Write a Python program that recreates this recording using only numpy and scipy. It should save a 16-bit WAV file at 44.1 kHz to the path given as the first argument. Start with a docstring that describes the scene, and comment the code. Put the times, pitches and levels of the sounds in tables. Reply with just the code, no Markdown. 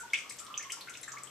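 """Small plops and bright splashes: a cat's thin stream dribbles into the water of a toilet bowl,
about a metre below the microphones. Drops slap the surface and trap air: bubbles ring, or chirp
upward as they surface and open, and stray droplets add a faint fizz. The porcelain bowl and a
small hard bathroom prolong each sound, over faint room noise, hum and a thin electrical whine."""
import sys
import numpy as np
from scipy import signal
from scipy.fft import rfft, irfft
from scipy.io import wavfile

SR = 44100
rng = np.random.default_rng(int(sys.argv[2]) if len(sys.argv) > 2 else 0)


def put_to_file(sound):
    """Save the sound as 16-bit audio at rate SR, in the file named by the first command-line argument."""
    columns = np.atleast_2d(sound).T  # one column per channel
    safe = np.clip(columns, -1, 1)
    whole_steps = np.round(safe * 32767)
    wavfile.write(sys.argv[1], SR, whole_steps.astype(np.int16))


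N = 57330

# trapped bubbles (time [s], pitch [Hz], level [dB], decay [ms], pitch rise per decay time [share],
# left minus right [dB])
BUBBLES = [ (0.000, 1462, -33.5, 9.6, 0.0072, -1), (0.032, 925, -44, 17, 0.02, -2),
           (0.102, 3370, -44.5, 2, 0.017, 1), (0.1336, 2084, -18, 4.2, 0.12, 0),
           (0.193, 1254, -53, 37, 0.0092, -2.5), (0.247, 1078, -40, 4.7, 0.072, -1.5),
           (0.2973, 8120, -29.5, 1.6, 0.022, 8), (0.395, 7310, -32, 3.2, 0.025, 3),
           (0.401, 1250, -47.5, 15, 0.004, -4), (0.419, 1258, -45.5, 15, 0.004, -4),
           (0.464, 1255, -51, 14, 0.004, -4), (0.4492, 8820, -30, 0.7, 0.016, -1),
           (0.481, 1029, -42, 7.8, 0.042, -4.5), (0.502, 1187, -40.5, 11, 0.0058, -3.5),
           (0.524, 1242, -42.5, 8.8, 0.013, -3), (0.554, 1190, -55, 8, 0.02, 7),
           (0.578, 1256, -48.5, 10, 0.0026, -5), (0.577, 5920, -23.5, 2.1, 0.036, -3),
           (0.576, 6720, -30, 2.3, 0.035, -8), (0.595, 1756, -46.5, 13.7, 0.064, -4),
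           (0.649, 1055, -39.5, 6.8, 0.029, -6), (0.7208, 4856, -25, 1.7, 0.037, 1),
           (0.729, 1360, -44, 8.4, 0.015, 1), (0.771, 1017, -39.5, 2.9, 0.019, -3.5),
           (0.811, 4060, -33, 1.97, 0.07, 0.5), (0.8736, 1431, -36.5, 7, 0.069, 1),
           (0.9, 1423, -43, 15, 0.005, 0.5), (1.0137, 10510, -30.5, 2.9, 0.018, 3),
           (1.0315, 7310, -36, 3.4, 0.014, 4), (1.034, 1986, -44, 6.9, 0.014, 0),
           (1.0837, 7420, -30.5, 1.6, 0.0068, 4), (1.079, 1242, -45, 19, 0.017, -3.5),
           (1.1195, 6710, -35, 3.5, 0.028, -9), (1.138, 1130, -40.5, 18, 0.048, -3.5),
           (1.229, 1201, -46, 8, 0.012, -2), (1.235, 7700, -29, 1.4, 0.026, 9)]
# surfacing bubbles (time [s], start pitch [Hz], end pitch [Hz], length [ms], level [dB])
CHIRPS = [ (0.1330, 1700, 2400, 3.5, -28.5), (0.1395, 2372, 2750, 4.4, -19.5),
          (0.143, 3060, 3780, 9.4, -37), (0.307, 1720, 3060, 7.5, -43), (0.540, 2220, 4020, 4.28, -37),
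          (0.569, 2060, 3170, 6.1, -43.5), (0.603, 1990, 2890, 12.6, -45.5), (0.628, 1900, 2300, 10, -43.5),
          (0.642, 2420, 3780, 11.2, -51.5), (0.6975, 1700, 2945, 5.57, -38), (0.7035, 2600, 3480, 3.7, -34),
          (0.805, 1660, 4170, 4.2, -51.5), (0.870, 1490, 2550, 5.7, -45), (0.883, 1820, 2900, 7.7, -41),
          (0.936, 2830, 4420, 5.9, -43.5), (0.948, 2010, 3170, 9, -44), (1.032, 3250, 4640, 6.2, -43.5),
          (1.076, 1323, 2070, 8.8, -37.5), (1.167, 1664, 2560, 10.3, -41.5), (1.27, 2450, 3670, 7.2, -49)]
# drops slapping the water (time [s], level [dB], centre [Hz], decay [ms])
SLAPS = [ (0.001, -42, 8460, 17.5), (0.1335, -30.5, 6470, 5.1), (0.1344, -37, 2370, 9),
         (0.1736, -45, 6600, 31), (0.294, -43.5, 5500, 15), (0.298, -31, 8400, 1.2),
         (0.321, -36.5, 9200, 3.7), (0.3685, -34, 14500, 1.1), (0.386, -38.5, 6550, 5.7),
         (0.391, -47.5, 3550, 4.8), (0.3993, -32.5, 10300, 2.6), (0.466, -42.5, 4000, 2.9),
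         (0.626, -38.5, 6600, 4.7), (0.701, -43.5, 7540, 7.3), (0.7205, -24.5, 7150, 2.7),
         (0.735, -37.5, 6400, 1.5), (0.8088, -28.5, 13300, 0.77), (0.8952, -40, 7900, 8.5),
         (0.94, -45.5, 6500, 3.8), (0.972, -39.5, 7140, 3.5), (1.03, -38, 7650, 4.5),
         (1.121, -40.5, 6640, 2.1), (1.184, -45, 5840, 4.3), (1.2345, -31.5, 8800, 1.2)]
# tone of the water heard through the bowl's opening (frequency [Hz], gain [dB])
OPENING_EQ = [(500, -19), (1100, -2), (1600, -3), (2400, 1.5), (3400, 1), (4000, -5), (4800, -4.5),
              (8000, 1.5), (11000, -10.5), (14000, -19.5)]
# ringing of the bowl's cavity (pitch [Hz], relative level [dB])
BOWL_MODES = [(1127, 2), (1274, 11), (1454, 8), (2137, 0), (2193, 0), (2775, 1), (2977, 2)]
# first echoes from bowl, tank and walls (left delay [ms], right delay [ms], level [dB])
ECHOES = [(2.3, 2.3, -8), (7.3, 7.35, -7.5), (14.6, 13, -8.5)]
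# bands of the bathroom's reverb tail (frequency [Hz], time to fall 60 dB [s], relative level [dB])
TAIL_BANDS = [(300, 0.85, 13), (1220, 0.38, 3.5), (2240, 0.33, -5), (4050, 0.36, 2), (6960, 0.28, -1),
              (14300, 0.32, -4)]
# spectrum of the room noise (frequency [Hz], relative level [dB])
AIR_EQ = [(25, -12), (60, -2), (125, 0), (450, 4), (800, 0), (2000, 0.5), (4500, -6.5), (7600, -3.5),
          (10000, -12.5), (14000, -13)]
# swell of the hum (time [s], level [dB])
HUM_SWELL = [(0, -79), (.95, -69.5), (1.2, -62)]
# tone of the duller right microphone (frequency [Hz], gain [dB])
RIGHT_MIC_EQ = [(100, -3), (900, -5), (2500, -1), (4000, 1.5), (6200, 0), (7000, -18.5), (7700, -3.5),
                (9000, -20), (12000, -1.5), (14000, -7)]

BUBBLE_ATTACK_CYCLES, CHIRP_SKEW = 0.36, 0.96
WOBBLE_DEPTH, WOBBLE_CYCLES = 0.57, 12.37  # cycles of ringing in a typical waver
SMALL_RISE = 0.11  # pitch rise per decay time in gurgle and spray, as a share
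SLAP_WIDTH_OCTAVES, SLAP_SKIRT_DB = 0.49, -30  # the splash's band and the broad base under it
TICK_DB, TICK_MS, TICK_HZ = -0.5, 0.39, 12900  # tick of first contact; it thins out below this pitch
GURGLE_DB, GURGLE_TRAIL_S, GURGLE_OCTAVES, GURGLE_DECAY_CYCLES = -10.5, 0.055, 1.19, 3.7
SPRAY_PER_S, SPRAY_FLOOR_DB, SPRAY_SPREAD_DB = 78, -58, 4.5
SPRAY_LOW_HZ, SPRAY_HIGH_HZ, SPRAY_DECAY_CYCLES = 4900, 11800, 6
BOWL_GAIN_DB, BOWL_T60_S = 1, 0.42
TAIL_GAIN_DB, TAIL_BUILD_S, ALIKE_BELOW_HZ = 1.5, 0.0016, 3280
AIR_DB, HUM_HZ, WHINE_HZ, WHINE_DB = -53.5, 131, 11808, -73
TOP_CUT_HZ = 14300


def bubbles():
    """Large trapped bubbles plop, tiny ones tink; each has its own place between left and right."""
    out = np.zeros((2, N))
    for s, hz, db, decay_ms, rise, pan_db in BUBBLES:
        ring = bubble_ring(hz, decay_ms / 1000, rise)
        ring = ring * wobble(len(ring), hz)
        add(out[0], s, ring * undb(db))
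        add(out[1], s, ring * undb(db - pan_db))
    return out


def bubble_ring(hz, decay_s, rise):
    """A pocket of air rings down, its pitch creeping up as it nears the surface."""
    t = np.arange(int(7 * decay_s * SR) + 2) / SR
    pitch = np.minimum(hz * (1 + rise * t / decay_s), SR / 2)
    attack = 1 - np.exp(-t * hz / BUBBLE_ATTACK_CYCLES)
    return np.sin(2 * np.pi * np.cumsum(pitch) / SR) * attack * np.exp(-t / decay_s)


def wobble(size, hz):
    """A bubble's level wavers as it changes shape, each bubble at its own rate."""
    start, pace = rng.random(2)
    waver_hz = (.5 + pace) * hz / WOBBLE_CYCLES
    return 1 + WOBBLE_DEPTH * np.sin(2 * np.pi * (start + waver_hz * np.arange(size) / SR))


def chirps():
    """A bubble at the surface swells, sweeps upward and stops as it opens."""
    out = np.zeros(N)
    for s, start_hz, end_hz, length_ms, db in CHIRPS:
        progress = np.linspace(0, 1, int(length_ms * SR / 1000))
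        pitch = start_hz * (end_hz / start_hz) ** progress
        sweep = np.sin(2 * np.pi * np.cumsum(pitch) / SR)
        swell = np.sin(np.pi * progress ** CHIRP_SKEW)
        add(out, s, undb(db) * swell * sweep * wobble(len(sweep), start_hz))
    return out


def slaps():
    """Each drop hits with a tick, then a short, bright splash that has little bass."""
    out, size = np.zeros(N), 4096
    ms = np.arange(size) / SR * 1000
    hz = np.fft.rfftfreq(size, 1 / SR)
    tick_fade = np.exp(-ms / TICK_MS)
    spectra = rfft(even_noise(channels=len(SLAPS), size=size, frame=128))
    for (s, db, centre_hz, decay_ms), spectrum in zip(SLAPS, spectra):
        offset = np.log2((hz + 1) / centre_hz) / SLAP_WIDTH_OCTAVES
        band = np.exp(-.5 * np.where(offset < 0, offset ** 4, offset ** 2))  # steeper on the bass side
        skirt = undb(SLAP_SKIRT_DB) * np.minimum(hz / centre_hz, 1)
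        splash = irfft(spectrum * (band + skirt))
        envelope = (1 - tick_fade) * np.exp(-ms / decay_ms)  # opens as the tick dies
        tick = irfft(spectrum * np.minimum(hz / TICK_HZ, 1) ** 2) * tick_fade
        add(out, s, undb(db) * (splash / splash.std() * envelope + undb(TICK_DB) * tick))
    return out


def gurgle():
    """Each surfacing bubble sheds a trail of small ones near its own pitch, later ones fainter."""
    out = np.zeros(N)
    for s, start_hz, end_hz, _, db in CHIRPS:
        for lateness, pitch in rng.random(size=(6, 2)):
            hz = np.sqrt(start_hz * end_hz) * 2 ** (GURGLE_OCTAVES * (pitch - .5))
            ring = bubble_ring(hz, GURGLE_DECAY_CYCLES / hz, SMALL_RISE)
            add(out, s + lateness * GURGLE_TRAIL_S, undb(db + GURGLE_DB) * np.exp(-lateness) * ring)
    return out


def spray():
    """Stray droplets make a faint fizz of small bubbles."""
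    out, count = np.zeros(N), 200
    for when, pitch, faintness in rng.random((count, 3)):
        s = when * count / SPRAY_PER_S
        hz = SPRAY_LOW_HZ * (SPRAY_HIGH_HZ / SPRAY_LOW_HZ) ** pitch
        db = SPRAY_FLOOR_DB - SPRAY_SPREAD_DB * np.log(faintness + 0.013)  # a few stand out
        if s < N / SR:
            add(out, s, undb(db) * bubble_ring(hz, SPRAY_DECAY_CYCLES / hz, SMALL_RISE))
    return out


def bowl_ring():
    """The cavity of the porcelain bowl rings on at a few fixed pitches."""
    t = np.arange(N) / SR
    damping = np.log(1000) / BOWL_T60_S
    modes = sum(undb(db + BOWL_GAIN_DB) * np.cos(2 * np.pi * hz * t) for hz, db in BOWL_MODES)
    return modes * np.exp(-damping * t) * 2 * damping / SR


def first_arrivals():
    """The direct sound, then quick echoes off bowl, tank and walls."""
    out = np.zeros((2, N))
    out[:, 0] = 1
    for left_ms, right_ms, db in ECHOES:
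        add(out[0], left_ms / 1000, undb([db]))
        add(out[1], right_ms / 1000, undb([db]))
    return out


def bathroom_tail():
    """Hard walls blur the echoes into a diffuse tail that lasts longest in the bass."""
    t = np.arange(N) / SR
    hz = np.fft.rfftfreq(N, 1 / SR)
    spectrum = rfft(diffuse(even_noise(channels=2, size=N, frame=1024)))
    tail = np.zeros((2, N))
    for centre_hz, t60, db in TAIL_BANDS:
        band = curve([(row[0], row[0] == centre_hz) for row in TAIL_BANDS], hz)  # neighbours crossfade
        fade = np.exp(-np.log(1000) * t / t60) * (1 - np.exp(-t / TAIL_BUILD_S))
        tail += undb(db + TAIL_GAIN_DB) * irfft(spectrum * band, N) * fade / np.linalg.norm(fade)
    return tail


def room_tone():
    """Soft room noise, a low hum that grows and a thin electrical whine."""
    t = np.arange(N) / SR
    air = equalise(diffuse(rng.standard_normal((2, N))), AIR_EQ)
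    hum_db = np.interp(t, *np.array(HUM_SWELL).T)
    hum = undb(hum_db) * np.sin(2 * np.pi * HUM_HZ * t)
    whine = undb(WHINE_DB) * np.sin(2 * np.pi * WHINE_HZ * t)
    return undb(AIR_DB) * air / air.std() + hum + whine


def diffuse(noise):
    """Sound from all sides at two close microphones: alike in the bass, unrelated in the treble."""
    hz = np.fft.rfftfreq(N, 1 / SR)
    alike = 0.61 / (1 + (hz / ALIKE_BELOW_HZ) ** 4)
    mid = rfft(noise[0]) * np.sqrt((1 + alike) / 2)
    side = rfft(noise[1]) * np.sqrt((1 - alike) / 2)
    return irfft([mid + side, mid - side], N)


def even_noise(channels, size, frame):
    """Noise whose energy is spread evenly over time and pitch, in frames of `frame` samples."""
    noise = rng.standard_normal((channels, size))
    for _ in range(4):
        phase = np.angle(signal.stft(noise, nperseg=frame)[2])
        noise = signal.istft(np.exp(1j * phase), nperseg=frame)[1][:, :size]
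    return noise / noise.std()


def equalise(sound, points):
    """Filter by a curve of (frequency [Hz], gain [dB]) points."""
    gain = undb(curve(points, np.fft.rfftfreq(2 * N, 1 / SR)))
    return irfft(rfft(sound, 2 * N) * gain)[..., :N]


def curve(points, hz):
    """Read (frequency [Hz], value) points on a log-frequency axis."""
    point_hz, values = np.array(points, float).T
    return np.interp(np.log(hz + 1), np.log(point_hz), values)


def add(track, s, sound):
    """Mix a sound into the track at s seconds."""
    start = int(np.clip(s * SR, 0, N - 1))
    track[start:start + len(sound)] += sound[:N - start]


def undb(db):
    """Decibels to gain."""
    return 10 ** (np.asarray(db) / 20)


def scene():
    """The water sounds pass through bowl and bathroom, over a bed of room tone."""
    water = equalise(bubbles() + chirps() + gurgle() + slaps() + spray(), OPENING_EQ)
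    space = first_arrivals() + bowl_ring() + bathroom_tail()
    return signal.fftconvolve(water, space, axes=1)[:, :N] + room_tone()


def record(dry):
    """Two microphones, the right one duller, and a steep top cut."""
    heard = np.array([dry[0], equalise(dry[1], RIGHT_MIC_EQ)])
    top_cut = signal.ellip(8, .2, 70, TOP_CUT_HZ, fs=SR, output="sos")
    return signal.sosfilt(top_cut, heard)


dry = scene()
out = record(dry)
put_to_file(out)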